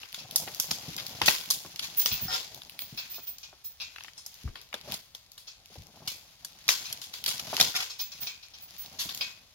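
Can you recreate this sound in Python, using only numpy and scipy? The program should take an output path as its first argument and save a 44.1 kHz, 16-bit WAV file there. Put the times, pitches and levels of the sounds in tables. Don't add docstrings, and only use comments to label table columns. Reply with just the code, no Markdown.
import sys
import numpy as np
from scipy import signal
from scipy.fft import rfft, irfft, next_fast_len
from scipy.io import wavfile

SR = 44100
rng = np.random.default_rng(int(sys.argv[2]) if len(sys.argv) > 2 else 0)


def wrap_up_sound(samples):
    columns = np.atleast_2d(samples).T
    tamed = np.clip(columns, -1, 1)
    steps = np.round(tamed * 32767).astype(np.int16)
    wavfile.write(sys.argv[1], SR, steps)


N = 420713
TIME = np.arange(N) / SR
TOP_HZ = 15900

# frequency in Hz, level in dB.
AIR_TONE = [(25, -4), (80, 0), (300, -21.5), (650, -14), (1700, -19.5), (4500, -12.5), (8300, -21.5),
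            (15000, -29.5)]
RUSTLE_TONE = [(400, -19), (800, -5.5), (1700, -3), (2600, 1), (4800, 3.5), (6700, 0), (8300, -13.5),
               (11000, -5), (15500, -13)]
SOIL_TONE = [(30, -25.5), (70, -5.5), (150, 1), (400, -13), (750, -4.5), (1500, -22.5), (3000, -42.5)]
# moment of full weight in seconds, rustle level in dB,
# soil level in dB, easing-off time in seconds.
BRUSH_STEPS = [(.02, -50.5, -91, 0.034), (0.479, -51, -50.5, 0.069), (1.02, -46.5, -50.5, 0.51),
               (2.197, -46.5, -54.5, 0.26), (2.58, -73, -61, 0.48), (3.079, -51.5, -69.5, 0.21),
               (4.04, -55, -71, 0.082), (4.42, -57, -71, 0.23), (4.931, -42.5, -44.5, 0.03),
               (5.774, -54, -60.5, 0.06), (6.08, -55.5, -53.5, .1), (6.901, -47.5, -57, 0.17),
               (7.6, -37, -43.5, 0.093), (8.233, -44.5, -55.5, 0.042), (8.79, -52, -71, 0.074),
               (9.1, -50.5, -56.5, 0.21)]
# start in seconds, level in dB, pitch in Hz,
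# breaking time in seconds, share sent to the echo in dB.
TWIG_SNAPS = [(.032, -42, 3240, 0.0013, -7), (.144, -35, 4120, 0.0017, -10),
              (.359, -18.5, 6000, 0.0018, -13.5), (.474, -40, 3230, .012, -27),
              (.599, -23, 6120, 0.00065, -11), (.709, -24, 4460, 0.0047, -10.5),
              (.978, -31, 3600, 0.03, -24), (1.2166, -23, 3490, 0.00098, -6.5),
              (1.259, -24.5, 5340, 0.0018, 3), (1.2815, -14, 3180, 0.0032, -12),
              (1.503, -19, 5550, 0.007, -11.5), (1.793, -29.5, 4100, 0.0051, -13.5),
              (1.822, -30.5, 4330, 0.039, -9), (1.996, -32.5, 4420, 0.0068, -4.5),
              (2.059, -21, 4260, 0.0026, -9.5), (2.293, -35, 3570, 0.042, 4.5),
              (2.324, -31, 4170, .039, -1), (2.618, -44, 3960, 0.00091, -29),
              (2.819, -39, 4260, 0.0016, -11), (4.262, -37.5, 5400, 0.0021, -12),
              (4.556, -42, 2870, .0038, -4.5), (4.728, -41, 2820, 0.0018, -4.5),
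              (4.741, -32.5, 3880, 0.0016, -18), (4.94, -32, 5020, 0.0062, -33),
              (5.149, -39.5, 4480, 0.0022, -13), (5.378, -44.5, 4700, 0.0035, -6),
              (6.075, -30, 5000, 0.0072, -7), (6.4475, -34.5, 5080, .0025, -18.5),
              (6.68, -27.5, 4820, .0015, -7), (6.689, -15.5, 4180, 0.0021, -7.5),
              (6.926, -31.5, 5600, 0.0033, -22), (7.016, -38.5, 4500, 0.0046, -3),
              (7.136, -36.5, 4260, 0.0058, -3), (7.261, -25.5, 4950, 0.0016, -9),
              (7.277, -25, 4880, 0.014, -8.5), (7.311, -32, 4100, 0.0049, -5),
              (7.395, -32, 4500, 0.0085, -23), (7.5993, -17.5, 4100, 0.0025, -7),
              (7.61, -14, 4020, 0.0038, -14), (7.75, -23, 4150, .024, -9), (7.799, -28.5, 3780, 0.035, -7),
              (8.991, -26, 4760, 0.032, -7.5), (9.088, -33.5, 3970, .012, -6)]
# lower edge in Hz, level in dB.
ECHO_BANDS = [(90, -1.5), (400, 0.5), (1000, 0.5), (3200, 5), (5000, 5.5), (7500, 6), (11000, 5.5)]
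# start in seconds, level in dB.
TWIG_TICKS = [(.1275, -43), (.3105, -38.5), (0.382, -34.5), (0.547, -38), (.965, -35.5), (1.066, -35),
              (2.546, -42), (2.696, -43), (2.791, -34.5), (3.3839, -44), (4.342, -49), (4.615, -49.5),
              (4.921, -32.5), (4.961, -54), (5.318, -48.5), (7.24, -32), (7.523, -46), (9.148, -35.5),
              (9.175, -38.5)]
# start in seconds, level in dB, pitch in Hz,
# rattling time in seconds.
FRAME_CLANKS = [(0.185, -43.5, 4640, .012), (2.112, -32, 4000, .02), (2.975, -35, 4170, 0.014),
                (3.135, -44.5, 4240, 0.033), (3.268, -48, 4380, 0.014), (3.43, -44.5, 4470, 0.016),
                (3.646, -49.5, 5400, 0.0026), (3.8, -35.5, 4180, 0.027), (4.177, -45, 6700, 0.006),
                (5.471, -44, 4880, 0.015), (6.074, -37.5, 4060, 0.01), (6.849, -39.5, 4450, 0.0066),
                (7.897, -39, 4920, 0.011), (7.992, -35, 4520, .011), (8.118, -43.5, 4940, .013),
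                (8.268, -34.5, 4100, 0.0035), (8.427, -48.5, 4330, 0.0074), (8.537, -48, 4130, 0.015),
                (9.209, -29.5, 3740, 0.0046)]
# pitch in Hz, level in dB, seconds to fade by 60 dB.
FRAME_TONES = [(2260, 1, 0.24), (2467, 2.5, .38), (2645, -0.5, 0.35), (3330, -0.5, 0.15), (3900, -7, .28),
               (4240, -3.5, 0.27), (5160, 1, .18), (5820, -5, 0.23)]
# start in seconds, peak level in dB, pitch in Hz.
WOOD_KNOCKS = [(.476, -30.5, 834), (.711, -32, 860), (1.215, -19, 914), (1.648, -37, 755),
               (3.182, -39, 660), (3.528, -42.5, 794), (4.477, -37.5, 1230), (4.74, -30, 617),
               (4.874, -39, 420), (4.885, -38, 586), (5.7, -52, 404), (5.756, -40.5, 495),
               (7.529, -22.5, 670), (7.579, -27, 950)]
# start in seconds, peak level in dB, pitch in Hz.
SOIL_THUDS = [(.711, -36, 159), (.881, -32.5, 155), (1.221, -32.5, 97), (1.284, -28.5, 210),
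              (1.655, -42.5, 165), (2.117, -34, 114), (2.22, -35, 101), (2.25, -32.5, 107),
              (2.925, -37, 150), (4.442, -24.5, 70), (5.774, -37.5, 83), (7.609, -31.5, 230),
              (9.054, -40.5, 149)]
# start in seconds, level in dB.
CHAIN_SHAKES = [(1.967, -11), (2.03, -22), (2.11, -20), (2.204, -21.5), (2.792, -28), (2.964, -33),
                (3.09, -29), (3.134, -31), (3.215, -35), (3.264, -24.5), (3.64, -26.5), (7.987, -22.5),
                (8.203, -24.5), (8.604, -35), (8.776, -27.5)]
# pitch in Hz, level in dB, seconds to fade by 60 dB.
CHAIN_TONES = [(7980, -30, .15), (12050, -28, .15), (14520, -6, .18), (14662, -4, .16), (14712, -2, .24),
               (15510, -9, .2), (15568, -4, .22)]
# start in seconds, level in dB, length in seconds.
FRAME_SCRAPES = [(2.281, -29.5, 0.032), (2.319, -25, 0.038), (7.743, -29.5, 0.077)]
# pitch in Hz, level in dB, seconds to fade by 60 dB.
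TUBE_TONES = [(743, -5, 0.13), (950, -17.5, 0.1), (1390, -1.5, 0.075), (1860, -8.5, 0.08),
              (5180, 3.5, 0.078)]
CREAK_STARTS = [3.96, 3.983, 4.007, 4.045, 4.082]


def undb(db):
    return 10 ** (np.asarray(db) / 20)


def unit(x):
    return x * np.sqrt(SR / 100 / (np.sum(x ** 2, axis=-1, keepdims=True) + 1e-18))


def band(x, lo_hz, hi_hz, order=2):
    edges = np.clip([lo_hz, max(hi_hz, lo_hz * 1.05)], 10, [.46 * SR, .49 * SR])
    return signal.sosfilt(signal.butter(order, edges, "band", fs=SR, output="sos"), x)


def colour(x, tone):
    hz, db = np.transpose(tone)
    size = next_fast_len(x.shape[-1])
    freqs = np.maximum(np.fft.rfftfreq(size, 1 / SR), 1)
    gain = undb(np.interp(np.log(freqs), np.log(hz), db))
    shaped = irfft(rfft(x, size) * gain, size)[..., :x.shape[-1]]
    return shaped / shaped.std()


def stereo_noise(size, likeness):
    noise = rng.standard_normal((3, size))
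    return np.sqrt(likeness) * noise[0] + np.sqrt(1 - likeness) * noise[1:]


def fade(size, t60):
    return np.exp(-np.log(1000) * TIME[:size] / t60)


def swell(power, t60):
    keep = np.exp(-2 * np.log(1000) / (t60 * SR))
    return np.sqrt(signal.lfilter([1 - keep], [1, -keep], power + 1e-18))


def convolve(x, response):
    return signal.fftconvolve(np.atleast_2d(x), response, axes=1)[:, :x.shape[-1]]


def add(out, start, sound):
    i = int(start * SR)
    out[:, i:i + sound.shape[-1]] += sound[:, :max(N - i, 0)]


def volley(span, spread_db, count, size):
    kicks, place = np.zeros(size), rng.random(count)
    force = undb(spread_db * rng.standard_normal(count))
    place[0], force[0] = 0, force.mean()
    samples = np.clip(place * span * SR, 0, size - 1).astype(int)
    np.add.at(kicks, samples, force * rng.choice([-1, 1], count))
    return kicks


def ring(tones, size):
    out = 0
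    for hz, db, t60 in tones:
        phase = 2 * np.pi * rng.random((2, 1))
        wave = np.sin(2 * np.pi * hz * TIME[:size] + phase)
        out = out + undb(db + 2 * rng.standard_normal()) * fade(size, t60) * wave
    return unit(out)


def random_tones(hz, t60, count):
    return [(min(hz * 2 ** octaves, TOP_HZ), 0, t60) for octaves in rng.uniform(-0.81, .5, count)]


def grains(per_s, spread_db, likeness, t60):
    strength = undb(spread_db * np.minimum(rng.exponential(size=N), 4.5))
    contacts = rng.random(N) < per_s / SR
    return swell(contacts * strength ** 2, t60) * stereo_noise(N, likeness)


def air():
    return undb(-62.5) * colour(stereo_noise(N, likeness=0.73), AIR_TONE)


def tread():
    power = undb([[-70], [-80]]) ** 2
    for peak_s, rustle_db, soil_db, ease_s in BRUSH_STEPS:
        press_s = 1.73 * ease_s
        weight = np.exp(-np.maximum((peak_s - TIME) / press_s, (TIME - peak_s) / ease_s))
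        power = power + (undb([[rustle_db], [soil_db]]) * weight) ** 2
    return np.sqrt(power)


def undergrowth(rustle_gain, soil_gain):
    leaves = colour(grains(per_s=240, spread_db=1.5, likeness=0.043, t60=0.098), RUSTLE_TONE)
    crackle = colour(grains(per_s=70, spread_db=4.4, likeness=.3, t60=.006), RUSTLE_TONE)
    soil = colour(grains(per_s=70, spread_db=1.4, likeness=1.0, t60=.08), SOIL_TONE)
    rustle = undb(1.5) * leaves + undb(-1) * band(crackle, 2200, TOP_HZ)
    return rustle * rustle_gain, soil * soil_gain


def twigs(breaks, size=4096):
    direct, to_echo = np.zeros((2, 2, N))
    for start, db, hz, span, echo_db in breaks:
        thickness = np.log2(4200 / hz)
        fibres = volley(span, spread_db=4, count=9 if span < .01 else 45, size=size)
        tear_fade = fade(size, t60=0.0064) + 0.45 * fade(size, t60=0.05)
        tear = convolve(fibres, stereo_noise(size, likeness=0.3) * tear_fade)
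        stick = unit(convolve(fibres, ring(random_tones(hz, t60=0.0065, count=4), size)))
        main_tone = unit(convolve(fibres, ring([(hz * .9, 0, .018)], size)))
        rip = unit(band(tear, hz * 0.65, hz * 1.574, order=3))
        crack = unit(rip + 0.72 * stick + undb(-5.5) * main_tone)
        body_noise = convolve(fibres, stereo_noise(size, likeness=0.5) * fade(size, t60=0.026))
        body = undb(-14.5 + 15.3 * thickness) * unit(band(body_noise, 660, 1990))
        fizz = undb(-11 - 16.5 * thickness) * unit(band(tear, 10500, 13100)) * undb([[-2], [2]])
        pan_db = thickness * np.array([[2], [-2]])
        snap = undb(db + pan_db) * (crack + body + fizz)
        add(direct, start, snap)
        add(to_echo, start, snap * undb(echo_db))
    return direct, to_echo


def tree_echo(sound):
    spray = stereo_noise(N, likeness=0.014)
    cluster = stereo_noise(1024, likeness=.6) * fade(1024, t60=.04)
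    spray = spray + convolve(spray, cluster / np.linalg.norm(cluster))
    patches_db = 3.6 * rng.standard_normal((2, N // 49 + 1))
    spray = spray * undb(np.repeat(patches_db, 49, axis=1)[:, :N])
    upper_edges = [hz for hz, db in ECHO_BANDS[1:]] + [TOP_HZ]
    out = 0
    for (lo_hz, db), hi_hz in zip(ECHO_BANDS, upper_edges):
        gathered = swell(band(sound, lo_hz, hi_hz, order=3) ** 2, t60=0.12) ** 2
        tail = np.hypot(swell(gathered, t60=0.23), undb(-4.5) * swell(gathered, t60=0.6))
        noise = band(spray, lo_hz, hi_hz, order=3)
        out = out + undb(db) * tail * noise / noise.std()
    return out


def thin_twigs(size=2048):
    out = np.zeros((2, N))
    for start, db in TWIG_TICKS:
        hz = 3370 * 2 ** rng.uniform(-.4, .4)
        burst = stereo_noise(size, likeness=.4) * (fade(size, t60=0.0097) + .12 * fade(size, t60=.04))
        click = unit(band(burst, hz, 2 * hz)) + 0.8 * unit(band(burst, 2 * hz, TOP_HZ))
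        add(out, start, undb(db) * unit(click))
    return out


def frame_clanks(size=22050, focus_db=13, detune=.012):
    out = np.zeros((2, N))
    for start, db, hz, span in FRAME_CLANKS:
        contacts = volley(span, spread_db=4, count=8, size=size)
        build = np.sqrt(np.cumsum(contacts ** 2) / np.sum(contacts ** 2))
        rattle = swell(contacts ** 2, t60=0.12) * stereo_noise(size, likeness=0.087)
        loose_part = unit(convolve(contacts, ring(random_tones(hz * 1.1, t60=0.091, count=20), size)))
        chatter = unit(band(rattle, hz * 0.8, hz * 1.43, order=3))
        chatter += undb(-16.5) * unit(band(rattle, 540, 1700)) + undb(-8.5) * unit(rattle)
        tones = []
        for tone_hz, tone_db, t60 in FRAME_TONES + FRAME_TONES:
            loss_db = focus_db * np.log2(tone_hz / hz) ** 2
            tones.append((tone_hz * rng.normal(1, detune), tone_db - loss_db, t60))
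        frame = undb(1.5) * unit(build * ring(tones, size))
        add(out, start, undb(db) * (chatter + loose_part + frame))
    return out


def dull_blows(hits, rise_cycles, grit_db, grit_t60, size=8820):
    out, t = np.zeros((2, N)), TIME[:size]
    for start, db, hz in hits:
        age = t * hz / rise_cycles
        swing = unit(age * np.exp(-age) * np.sin(2 * np.pi * hz * t))
        crumble = stereo_noise(size, likeness=0.95) * fade(size, grit_t60)
        blow = swing + undb(grit_db) * unit(band(crumble, hz * 0.33, hz * 1.85, order=3))
        add(out, start, undb(db) * blow / abs(blow).max())
    return out


def chain_jingles(size=13230, detune=.002, rise_s=.018):
    out = np.zeros((2, N))
    build = np.minimum(TIME[:size] / rise_s, 1)
    for start, db in CHAIN_SHAKES:
        bounces = unit(volley(span=.03, spread_db=3, count=7, size=size))
        rattle = swell(bounces ** 2, t60=.17) * stereo_noise(size, likeness=.5)
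        shimmer = unit(band(rattle, 14520, 14880, order=3))
        tones = [(hz * rng.normal(1, detune), tone_db, t60) for hz, tone_db, t60 in CHAIN_TONES]
        clear_ring = unit(convolve(bounces, ring(tones, size)))
        tinkle = unit(build * (clear_ring + undb(-2.5) * shimmer))
        clicks = bounces * abs(rattle).max() / abs(bounces).max()
        chatter = unit(band(rattle + clicks, 3900, 20000, order=1))
        add(out, start, undb(db) * (tinkle + undb(-16.5) * chatter))
    return out * undb([[-7], [-2]])


def frame_scrapes(size=13230, detune=0.0063):
    out = np.zeros((2, N))
    for start, db, span in FRAME_SCRAPES:
        jerks = volley(span, spread_db=3, count=14, size=size)
        tubes = 0
        for hz, tone_db, t60 in TUBE_TONES:
            tone = ring([(hz * rng.normal(1, detune), 0, t60)], size)
            tubes = tubes + undb(tone_db) * unit(convolve(jerks, tone))
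        add(out, start, undb(db) * unit(tubes))
    return out


def creak_breaks(first_db=-43.5, loss_db=0.75, hz=2960, span=.002, echo_db=-13):
    return [(start, first_db - loss_db * k, hz, span, echo_db) for k, start in enumerate(CREAK_STARTS)]


def scene():
    snaps, snaps_to_echo = twigs(TWIG_SNAPS + creak_breaks())
    ticks = thin_twigs()
    rustle, scuffs = undergrowth(*tread())
    steel = frame_clanks() + frame_scrapes()
    thuds = dull_blows(SOIL_THUDS, rise_cycles=0.56, grit_db=-1.5, grit_t60=0.17)
    knocks = dull_blows(WOOD_KNOCKS, rise_cycles=1.0, grit_db=1.5, grit_t60=0.084)
    ground = thuds + knocks + scuffs
    to_echo = snaps_to_echo + undb(-9) * ticks + undb(-11.5) * (steel + rustle) + undb(-16) * ground
    echo = tree_echo(to_echo)
    return snaps + ticks + steel + chain_jingles() + rustle + ground + echo + air()


def record(dry):
    left = dry[0] * undb(1.1)
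    right = np.pad(dry[1], (4, 0))[:N] * undb(-1.1)
    mics = np.array([left, right])
    mics = mics - 0.58 * band(mics, 7000, 9250, order=1)
    mics = signal.sosfilt(signal.butter(2, 35, "high", fs=SR, output="sos"), mics)
    mics = np.tanh(mics)
    treble_cut = signal.ellip(8, .2, 70, TOP_HZ, fs=SR, output="sos")
    return signal.sosfilt(treble_cut, mics)


dry = scene()
out = record(dry)
wrap_up_sound(out)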